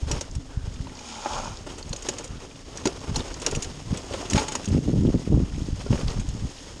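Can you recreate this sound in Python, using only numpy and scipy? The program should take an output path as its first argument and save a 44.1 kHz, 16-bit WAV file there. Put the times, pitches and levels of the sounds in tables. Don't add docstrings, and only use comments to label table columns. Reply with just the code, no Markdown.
import sys
import numpy as np
from scipy import signal
from scipy.fft import rfft, irfft
from scipy.io import wavfile
from scipy.ndimage import uniform_filter1d

SR = 44100
rng = np.random.default_rng(int(sys.argv[2]) if len(sys.argv) > 2 else 0)


def dump_mix(stems):
    frames = np.atleast_2d(stems).T
    limited = np.clip(frames, -1, 1)
    pcm = np.round(limited * 32767).astype(np.int16)
    wavfile.write(sys.argv[1], SR, pcm)


N = 299880
TIME = np.arange(N) / SR


# time in seconds, dirt rumble in dB, leaf crunch in dB.
GROUND_LEVELS = [(0, -46.5, -48.5), (.45, -51, -53.5), (.6, -51.5, -53.5), (.9, -49, -49.5),
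                 (1.6, -47, -50.5), (2.15, -47, -48.5), (2.35, -47, -50.5), (2.6, -50.5, -51.5),
                 (3.03, -41.5, -46.5), (3.75, -46.5, -48), (4.55, -39.5, -44), (4.85, -49, -47),
                 (5.14, -46.5, -49.5), (5.23, -49, -47), (5.33, -47, -51), (5.5, -47.5, -50.5),
                 (5.58, -48, -47), (5.74, -51, -50), (5.82, -44, -46), (6.15, -46, -48),
                 (6.4, -48.5, -49.5), (6.58, -49.5, -46), (6.8, -47.5, -49.5)]
# start in seconds, length in seconds, rumble in dB.
ROUGH_STRETCHES = [(.07, 0.11, -40.5), (1.66, 0.044, -42.5), (2.045, 0.07, -41.5), (2.75, 0.15, -44),
                   (3.14, 0.066, -37.5), (3.41, 0.15, -40.5), (3.9, 0.098, -44.5), (4.1, 0.11, -39.5),
                   (4.3, 0.096, -32.5), (5.9, 0.11, -39), (6.07, 0.017, -38)]
# frequency in Hz, relative level in dB.
DIRT_SPECTRUM = [(150, -13), (260, 0.5), (400, 3), (650, -3.5), (900, -4.5), (1300, -8), (2000, -18),
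                 (3000, -12), (6000, -65.5)]
LEAF_SPECTRUM = [(800, -2.5), (1250, -11), (1900, 0), (2350, -3.5), (2600, -3), (3300, 1.5), (4150, -2),
                 (5200, 3), (7000, -1.5), (8000, -6), (9400, -9.5), (10500, -21.5), (13500, -32)]
# time in seconds, pitch in Hz, relative level in dB.
TREAD_HUM = [(0, 280, -47), (.9, 263.3, -43), (1.1, 232, -43.5), (1.7, 248.2, -55.5), (2.3, 266.5, -49),
             (3.6, 266.4, -47), (6.8, 279.6, -51)]

def tyres(leaf_db=0.05, rough_leaf_db=-4, lump_db=2.5, hum_db=-3.5):
    ground_db, litter_db = in_time(GROUND_LEVELS)
    rough = swells(ROUGH_STRETCHES, attack_s=0.0072, release_db_per_s=156)
    rumble_db = power_sum_db(from_db(ground_db), rough)
    crunch_db = power_sum_db(from_db(litter_db), from_db(rough_leaf_db) * rough)
    load_db = lump_db * drift(per_s=70)
    dirt = coloured(grains(per_s=3000, spread_db=2.0), DIRT_SPECTRUM) * from_db(rumble_db + load_db)
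    crackle = grains(per_s=4000, spread_db=2.5) + 0.73 * rng.standard_normal(N)
    leaves = rms_one(coloured(crackle, LEAF_SPECTRUM)) * from_db(crunch_db + leaf_db + .5 * load_db)
    knob_hz, tread_db = in_time(TREAD_HUM)
    waver = drift(per_s=60) + 1j * drift(per_s=60)
    hum = np.real(waver * np.exp(2j * np.pi * np.cumsum(knob_hz) / SR))
    return dirt + leaves + twigs(crunch_db) + from_db(tread_db + hum_db) * hum


# start in seconds, relative level in dB, pitch in Hz.
TWIG_SNAPS = [(.312, -33, 6000), (.523, -47, 1590), (.669, -44, 1510), (.739, -40, 6000),
              (.8705, -38, 3240), (.952, -34, 5180), (.971, -35, 4500), (.9903, -31.5, 5100),
              (1.155, -34, 1740), (1.336, -28, 2715), (2.068, -31, 3090), (2.277, -34, 6000),
              (2.511, -37, 2453), (2.557, -38, 2960), (2.782, -33, 1790), (3.152, -43, 6000),
              (3.205, -24, 3140), (3.341, -24, 5750), (4.677, -30.5, 2760), (4.718, -32, 4860),
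              (5.068, -33, 3080), (5.66, -35, 4730), (5.803, -35, 2930), (5.868, -35, 4600),
              (5.929, -25, 2550), (5.976, -32, 1930), (6.001, -31, 5300), (6.081, -22, 3980),
              (6.102, -29, 5060)]

def twigs(crunch_db, twig_db=-7, stalks_per_s=26, stalk_db=4.0, spread_db=2.0, centre_hz=3300):
    out = np.zeros(N)
    for s, db, hz in TWIG_SNAPS:
        add(out, s, from_db(db + twig_db) * snap(rng.standard_normal(1000), hz))
    stalks = 400
    for when, pitch, size, chance in rng.random((stalks, 4)):
        noise = rng.standard_normal(1000)
        if chance < stalks_per_s * TIME[-1] / stalks:
            db = crunch_db[int(when * (N - 1))] + stalk_db + spread_db * (2 * size - 2)
            hz = centre_hz * 2 ** (2 * pitch - 1)
            add(out, when * TIME[-1], from_db(db) * snap(noise, hz))
    return out


def snap(noise, hz, t60=0.021):
    hz = np.clip(hz, 500, 6000)
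    return burst(band(noise, hz / 1.3, hz * 1.3, order=4), t60, rise_s=.0003)


# start in seconds, relative levels of the blow and of
# its lower clack in dB, time to fade 60 dB (t60) in seconds, pitch of the struck part in Hz.
CHAIN_SLAPS = [(.113, -15, -30.5, 0.037, 5630), (0.209, -20.5, -35.5, 0.045, 6130),
               (0.351, -28, -49, 0.033, 5540), (1.78, -35.5, -49, 0.077, 7300),
               (1.891, -34, -61, .04, 6940), (1.9304, -21.5, -34, 0.027, 6100),
               (1.961, -25.5, -52, 0.037, 6600), (2.022, -28.5, -40, 0.042, 6750),
               (2.0861, -14.5, -28, 0.046, 6740), (2.183, -25.5, -34, 0.049, 6750),
               (2.241, -29.5, -43, 0.058, 7000), (2.7727, -29, -43, 0.038, 6450),
               (2.854, -19, -24, 0.047, 6800), (2.8721, -17, -25.5, 0.023, 4900),
               (3.16, -15.5, -46, 0.025, 6850), (3.165, -22, -45, 0.028, 7100),
               (3.193, -38, -32, .04, 3000), (3.397, -34, -45, 0.06, 6870),
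               (3.416, -25.5, -37, 0.055, 4730), (3.463, -10, -21.5, .032, 5800),
               (3.511, -22, -48, 0.038, 6800), (3.55, -20.5, -37, 0.03, 2750),
               (3.559, -23.5, -42, 0.037, 6830), (3.622, -18.5, -41, 0.062, 6670),
               (3.644, -29.5, -35, 0.037, 5700), (3.9725, -25, -34, 0.028, 7850),
               (4.134, -36, -32.5, 0.085, 3320), (4.298, -21.5, -39, 0.051, 6470),
               (4.307, -22, -41, 0.035, 7400), (4.3325, -13.5, -23, 0.03, 5700),
               (4.356, -27, -26.5, 0.086, 5600), (4.376, -26, -22, 0.08, 2480),
               (4.392, -27, -36, 0.092, 6650), (4.425, -30, -51, 0.057, 6800),
               (4.481, -21.5, -28.5, 0.046, 6670), (4.519, -24, -35, 0.06, 6900),
               (4.552, -14.5, -26, 0.032, 6670), (4.644, -30.5, -44, 0.03, 2760),
               (4.655, -23.5, -39, 0.029, 6600), (4.6835, -29.5, -47, 0.041, 6500),
               (6.195, -34, -39, 0.073, 6470), (6.288, -30.5, -53, 0.03, 6740)]
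# frequency in Hz, relative level in dB.
LINK_SPECTRUM = [(1500, -7), (3500, 2.5), (5300, 4.5), (7000, 2), (8000, -7), (9500, -1.5), (10600, -14),
                 (13500, -32)]
# pitch in Hz, relative level in dB, t60 in seconds.
RATTLE_MODES = [(2633, 2.5, 0.042), (2956, 0, 0.046), (3200, -7, 0.028), (4470, -3, .04), (5150, 1, 0.075),
                (5800, 10.5, 0.048), (6800, 7.5, 0.042), (6900, -6, .035), (6860, 8, 0.024),
                (8800, -15, 0.017)]

def chain_slaps(links_db=-15.0, ring_db=-14, modes_db=-22, clack_db=-3, jingle_db=-24, jingle_t60=0.21):
    links, parts = np.zeros(N), np.zeros(N)
    for s, blow_db, low_db, t60, hz in CHAIN_SLAPS:
        hit, ring, clack, sizzle, jingle = rng.standard_normal((5, 9000))
        rise_s = 0.024 * t60
        clash = burst(hit, t60, rise_s) + from_db(jingle_db) * burst(jingle, jingle_t60, rise_s)
        add(links, s, from_db(blow_db + links_db) * clash)
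        rattle = struck(RATTLE_MODES, spread_db=-2.5, detune=0.018)
        add(parts, s + rise_s, from_db(blow_db + modes_db) * rattle)
        ring = burst(band(ring, hz / 1.033, hz * 1.033), t60, rise_s)
        add(parts, s, from_db(blow_db + ring_db) * ring)
        clack = burst(band(clack, 940, 5100, order=3), t60, rise_s)
        add(parts, s, from_db(low_db + clack_db) * clack)
        sizzle = burst(band(sizzle, 6300, 8660, order=3), t60, rise_s)
        add(parts, s, from_db(-25 + 0.59 * blow_db) * sizzle)
    return coloured(links, LINK_SPECTRUM) + parts


# start in seconds, relative level in dB.
METAL_CRACKS = [(.1142, -26), (.211, -26), (2.8555, -30), (2.8733, -20), (3.464, -28.5), (3.624, -33),
                (4.3345, -27), (4.552, -23)]

def metal_cracks():
    out = np.zeros(N)
    for s, db in METAL_CRACKS:
        contact = burst(rng.standard_normal(1000), t60=.006, rise_s=.00017)
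        add(out, s, from_db(db) * band(contact, 3000, 7600, order=3))
    return out


# start in seconds, level in dB, pitch in Hz, t60 in seconds.
BUMPS = [(.108, -16, 348, 0.025), (0.211, -25, 558, 0.031), (.869, -32.5, 950, 0.03),
         (1.258, -14.5, 820, 0.037), (1.304, -25.5, 890, 0.025), (1.669, -26, 277, 0.037),
         (1.931, -25, 505, 0.03), (2.086, -16, 397, 0.029), (2.753, -24, 390, 0.021),
         (2.855, -7, 228, 0.03), (2.867, -15, 383, 0.066), (3.161, -25.5, 865, 0.045),
         (3.201, -21, 330, 0.035), (3.468, -19, 483, 0.042), (3.525, -15.5, 417, 0.028),
         (3.569, -22.5, 460, 0.044), (3.909, -28, 373, 0.045), (3.946, -22, 565, 0.025),
         (4.109, -22, 496, 0.021), (4.14, -17, 520, 0.035), (4.227, -28, 700, 0.044),
         (4.333, -25, 203, .03), (4.348, -19, 610, 0.023), (4.376, -18, 855, 0.054),
         (4.419, -19, 530, 0.018), (4.552, -21, 956, 0.028), (5.862, -25.5, 405, 0.057),
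         (5.927, -14, 367, 0.041), (5.99, -23, 450, 0.037)]
# pitch in Hz, relative level in dB, t60 in seconds.
FRAME_MODES = [(250, -2, 0.11), (323, -2, 0.1), (374, 3.5, 0.067), (571, 7, 0.072), (846, -5.5, 0.066),
               (930, 10, 0.016), (1390, -5.5, 0.089)]

def frame_knocks(frame_db=-18, grit_db=-17.0):
    out = np.zeros(N)
    for s, db, hz, t60 in BUMPS:
        frame = from_db(frame_db) * struck(FRAME_MODES, spread_db=3.0)
        t = TIME[:len(frame)]
        thud = from_db(-60 * t / t60) * np.sin(2 * np.pi * hz * t)
        grit = burst(band(rng.standard_normal(len(t)), hz * .5, hz * 2), 2.7 * t60, rise_s=0.00035)
        cushion = 1 - np.exp(-2 * hz * t)
        add(out, s, from_db(db) * ((thud + frame) * cushion + from_db(grit_db) * grit))
    return out


# time in seconds, relative level of the rub in dB.
BRAKE_PRESSURE = [(.9, -58), (1.05, -49), (1.17, -42.5), (1.28, -33), (1.34, -32), (1.39, -29.5),
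                  (1.42, -38), (1.46, -33), (1.52, -41), (1.6, -66)]
# pitch in Hz, width in Hz, relative level in dB.
WHINE_BANDS = [(849, 36, -1), (1370, 79, -7), (2450, 56, -10)]
# time in seconds, level in dB.
SKID_LEVELS = [(.93, -68), (1.03, -48), (1.09, -43), (1.2, -42.5), (1.3, -41.5), (1.335, -36),
               (1.41, -42.5), (1.48, -42), (1.6, -55)]
# frequency in Hz, relative level in dB.
PAD_SPECTRUM = [(300, -22), (580, -6), (700, -11), (860, -1), (1000, -3), (1150, -9), (1350, -9.5),
                (1650, -22), (4000, -91)]
SKID_SPECTRUM = [(900, -8), (1900, -7), (2450, -1), (3200, 2.5), (4200, -2.5), (5200, 3.5), (7000, 1),
                 (7800, -8), (9400, -10.5), (10500, -31), (13500, -52)]

def brake(rub_db=-3, whine_db=-40.0, whine_follows=0.55, flutter_db=2.0, grit_db=1.3):
    pressure_db, = in_time(BRAKE_PRESSURE)
    judder_db = flutter_db * drift(per_s=90)
    rub = coloured(grains(per_s=1800, spread_db=2.5), PAD_SPECTRUM)
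    rub *= from_db(rub_db + pressure_db + judder_db)
    whine = sum(from_db(db) * rms_one(resonance(rng.standard_normal(N), hz, width_hz))
                for hz, width_hz, db in WHINE_BANDS)
    whine *= from_db(whine_db + whine_follows * (pressure_db - pressure_db.max()))
    skid_db, = in_time(SKID_LEVELS)
    skid = coloured(grains(per_s=3000, spread_db=1.0), SKID_SPECTRUM)
    skid *= from_db(skid_db + grit_db * drift(per_s=250))
    lever_held = (TIME > BRAKE_PRESSURE[0][0]) & (TIME < BRAKE_PRESSURE[-1][0])
    return (rub + whine + skid) * uniform_filter1d(lever_held.astype(float), size=2000)


# start in seconds, relative level in dB, pitch in Hz, t60 in seconds.
STONE_PINGS = [(0.99, -31, 2440, 0.022), (1.5719, -19, 5040, .006), (1.827, -23, 4580, 0.016),
               (1.929, -17.5, 4280, .017), (2.773, -24, 5700, 0.039), (3.1584, -13, 4280, 0.018),
               (3.464, -11, 5520, 0.027), (3.549, -19, 2642, 0.015), (3.974, -32, 7500, .025)]

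def stone_pings(level_db=-4, overtone_db=-6, tick_db=-12.0):
    out = np.zeros(N)
    for s, db, hz, t60 in STONE_PINGS:
        ring = struck([(hz, 0, t60), (1.41 * hz, overtone_db, 0.38 * t60)], spread_db=1.0)
        onset = 1 - np.exp(-TIME[:len(ring)] / (0.034 * t60))
        noise = band(rng.standard_normal(len(ring)), hz * 0.685, hz * 0.97, order=3)
        tick = burst(noise, 0.89 * t60, rise_s=0.00019)
        add(out, s, from_db(db + level_db) * (ring * onset + from_db(tick_db) * tick))
    return out


# start in seconds, relative level in dB.
HARD_LANDINGS = [(4.379, -26), (4.484, -34.5), (4.553, -56)]
# pitch in Hz, relative level in dB, t60 in seconds.
DISC_MODES = [(862, 3, 0.16), (950, -8, 0.086), (1140, -8, 0.096), (1400, -8.5, 0.13), (2090, -9, 0.094),
              (2330, -8, 0.14), (4750, -22, 0.12), (6650, -6, 0.13)]

def disc_ring():
    out = np.zeros(N)
    for s, db in HARD_LANDINGS:
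        add(out, s, from_db(db) * struck(DISC_MODES, spread_db=1.0))
    return out


# time in seconds, relative buffeting level in dB.
AIR_FLOW = [(0, -45.5), (.85, -40), (1.1, -53), (1.6, -42.5), (2.6, -47), (2.85, -43), (3.4, -41.5),
            (4.05, -43), (4.5, -42.5), (5.5, -35.5), (6.4, -36), (6.55, -51), (6.8, -41.5)]
# start in seconds, length in seconds, relative level in dB.
AIR_GUSTS = [(0, 0.18, -30), (.28, 0.088, -37.5), (.55, 0.29, -41), (1.3, 0.24, -40), (1.83, 0.1, -39.5),
             (2.29, 0.086, -38.5), (3.07, 0.13, -29), (3.29, 0.023, -37), (3.52, 0.058, -27.5),
             (3.65, 0.03, -31), (3.86, 0.077, -27.5), (4.1, 0.066, -37.5), (4.305, 0.087, -30),
             (4.665, 0.036, -26), (4.695, 0.079, -21), (4.8, 0.061, -35), (4.85, 0.054, -23.5),
             (4.915, 0.12, -21.5), (5.03, 0.069, -21), (5.135, 0.019, -18), (5.27, 0.16, -23.5),
             (5.31, 0.054, -21), (5.51, 0.11, -30.5), (5.67, 0.052, -32), (5.89, 0.046, -20),
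             (6.02, 0.064, -25), (6.15, 0.053, -24.5), (6.24, 0.12, -33), (6.41, 0.036, -24)]
# time in seconds, pitch in Hz.
EDDY_PITCH = [(0, 38.6), (1.4, 61.6), (2.3, 50.66), (2.9, 67.5), (3.6, 62.14), (4.6, 99), (4.72, 157.3),
              (5.12, 146), (5.35, 120), (5.5, 70.5), (5.92, 91), (6.1, 52), (6.8, 65.4)]
# time in seconds, relative level in dB, pitch shift in octaves.
BIG_EDDIES = [(0.036, -19.5, -0.12), (0.064, -22, -0.32), (0.14, -17, -0.5), (.367, -15.5, -0.37),
              (.384, -19, 0.18), (0.576, -12.5, -0.14), (0.644, -20, -0.62), (0.68, -16.5, -0.25),
              (0.806, -16.5, -0.059), (1.91, -18.5, -0.068), (2.308, -23.5, -0.052), (3.577, -14, -0.54),
              (3.93, -8, 0.16), (4.334, -12, 0.56), (4.348, -6.5, 0.05), (4.367, -6.5, 0.21),
              (4.719, -19, 0.02), (4.749, -4, 0.19), (4.768, -8, 0.42), (4.789, -7.5, 0.14),
              (4.886, -9, -0.21), (4.945, -16, 0.23), (4.986, -10, -0.4), (5.035, -10, 0.47),
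              (5.061, -9, 0.024), (5.079, -8, 0.76), (5.143, -6, 1.1), (5.162, -11, 0.72),
              (5.276, -10, 0.88), (5.324, -7, 1.1), (5.345, -3, -0.71), (5.38, -6.5, 0.29),
              (5.435, -8.5, -0.025), (5.621, -15, 0.52), (5.687, -13, 1), (5.73, -13.5, -0.52),
              (5.907, -5, 0.44), (5.937, -21, 0.52), (6.063, -17, 0.11), (6.088, -17, -0.21),
              (6.191, -12, -0.46), (6.287, -17, -0.57), (6.452, -15.5, 0.41)]

def wind(spread_octaves=0.85, stream_db=1.5, big_db=-3.5, sway_db=-10, tear_db=-21,
         port_hz=340, port_width_hz=430):
    steady_db, = in_time(AIR_FLOW)
    gusts = swells(AIR_GUSTS, attack_s=0.019, release_db_per_s=453)
    flow_db = power_sum_db(from_db(steady_db), gusts)
    eddy_hz, = in_time(EDDY_PITCH)
    stream, big = np.zeros(N), np.zeros(N)
    sizes, pushes = rng.standard_normal((2, 2000))
    for s, size, push in zip(np.linspace(0, TIME[-1], len(sizes)), sizes, pushes):
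        tightness = 2 ** (spread_octaves * np.clip(size, -2, 2))
        add(stream, s - .03, push * eddy(eddy_hz[int(s * SR)] * tightness) * np.sqrt(tightness))
    port = signal.bilinear([port_hz ** 2], [1, port_width_hz, port_hz ** 2], SR / (2 * np.pi))
    stream = signal.lfilter(*port, stream)
    local_power = uniform_filter1d(uniform_filter1d(stream ** 2, size=1700), size=1700)
    stream /= np.sqrt(local_power + 1e-9)
    for s, db, octaves in BIG_EDDIES:
        hz = (35.7 + 0.75 * eddy_hz[int(s * SR)]) * 2 ** octaves
        add(big, s - .03, from_db(db) * eddy(hz))
    buffet = stream * from_db(flow_db + stream_db) + from_db(big_db) * signal.lfilter(*port, big)
    sway = rms_one(band(rng.standard_normal(N), 18.4, 43.0))
    sway *= from_db(sway_db + .5 * (flow_db + np.mean(flow_db)))
    tear = from_db(tear_db) * buffet ** 2 * rms_one(band(rng.standard_normal(N), 390, 1050, order=3))
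    return buffet + sway + tear


def eddy(hz):
    phase = 2 * np.pi * hz * (TIME[:int(.06 * SR)] - .03)
    push = 1.5 * np.exp(-((phase + .7) / .9) ** 2)
    suction = .75 * np.exp(-((phase - .7) / 1.8) ** 2)
    return push - suction


# start in seconds, length in seconds, level in dB, pitch in Hz.
FAINT_RUBS = [(.48, 0.18, -60, 1510), (2.284, 0.064, -53.5, 1390)]

def faint_rubs():
    out = np.zeros(N)
    for s, length, db, hz in FAINT_RUBS:
        hiss = rms_one(band(rng.standard_normal(N), hz / 1.088, hz * 1.088))
        out += hiss * swells([(s, length, db)], attack_s=0.022, release_db_per_s=200)
    return out


def struck(modes, spread_db, detune=0.):
    t = TIME[:SR // 6]
    hz, db, t60 = np.transpose(modes)[:, :, None]
    strength, shift = np.clip(rng.standard_normal((2,) + hz.shape), -1.5, 1.5)
    decay = from_db(db + spread_db * strength - 60 * t / t60)
    swing = np.sin(2 * np.pi * hz * (1 + detune * shift) * t)
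    return np.sum(rng.choice([-1, 1], hz.shape) * decay * swing, axis=0)


def burst(noise, t60, rise_s):
    t = TIME[:len(noise)]
    envelope = (1 - np.exp(-t / rise_s)) ** 2 * from_db(-60 * t / max(t60, .004))
    envelope /= envelope.max()
    contact = noise * envelope
    return contact * np.sqrt(np.sum(envelope ** 2) / np.sum(contact ** 2))


def grains(per_s, spread_db):
    sizes = from_db(spread_db * np.minimum(rng.exponential(1, N), 4)) * rng.choice([-1, 1], N)
    return rms_one(sizes * (rng.random(N) < per_s / SR))


def swells(rows, attack_s, release_db_per_s):
    power = np.zeros(N)
    t = TIME[:SR]
    for s, length, db in rows:
        gain = np.minimum(t / attack_s, 1) * from_db(db - release_db_per_s * np.maximum(t - length, 0))
        add(power, s, gain ** 2)
    return np.sqrt(power)


def drift(per_s):
    knots = rng.standard_normal(4096)
    return rms_one(np.interp(TIME * per_s, np.arange(len(knots)), knots))


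def coloured(x, spectrum, size=4096):
    hz, db = np.transpose(spectrum)
    bin_hz = np.linspace(1, SR / 2, size // 2 + 1)
    gain = from_db(np.interp(np.log(bin_hz), np.log(hz), db))
    cepstrum = irfft(np.log(gain))[:size // 2]
    response = irfft(np.exp(rfft(2 * cepstrum, size)))
    return signal.oaconvolve(x, response / np.linalg.norm(response))[:len(x)]


def band(x, low_hz, high_hz, order=2):
    edges_hz = [low_hz, min(high_hz, SR / 2 - 500)]
    return signal.sosfilt(signal.butter(order, edges_hz, "band", fs=SR, output="sos"), x)


def resonance(x, hz, width_hz):
    return signal.lfilter(*signal.iirpeak(hz, hz / width_hz, fs=SR), x)


def in_time(rows):
    s, *columns = np.transpose(rows)
    return [np.interp(TIME, s, column) for column in columns]


def add(track, s, sound):
    start = int(np.clip(s * SR, 0, N - 1))
    track[start:start + len(sound)] += sound[:N - start]


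def from_db(db):
    return np.exp(np.asarray(db) * np.log(10) / 20)


def power_sum_db(*gains):
    return 10 * np.log10(sum(gain ** 2 for gain in gains))


def rms_one(x):
    return x / np.sqrt(np.mean(x ** 2) + 1e-20)


def scene():
    mix = (wind() + tyres() + brake() + chain_slaps() + metal_cracks()
           + stone_pings() + frame_knocks() + disc_ring() + faint_rubs())
    return mix[None]


# centre in Hz, width in Hz, gain in dB.
HOUSING_BANDS = [(5800, 410, 0), (6050, 290, -7.5), (6496, 162, 7)]

def record(dry):
    for hz, width_hz, db in HOUSING_BANDS:
        dry = dry + (from_db(db) - 1) * resonance(dry, hz, width_hz)
    dry = signal.sosfilt(signal.butter(1, 15, "high", fs=SR, output="sos"), dry)
    return signal.sosfilt(signal.ellip(10, .1, 80, 14000, fs=SR, output="sos"), dry)


dry = scene()
out = record(dry)
dump_mix(out)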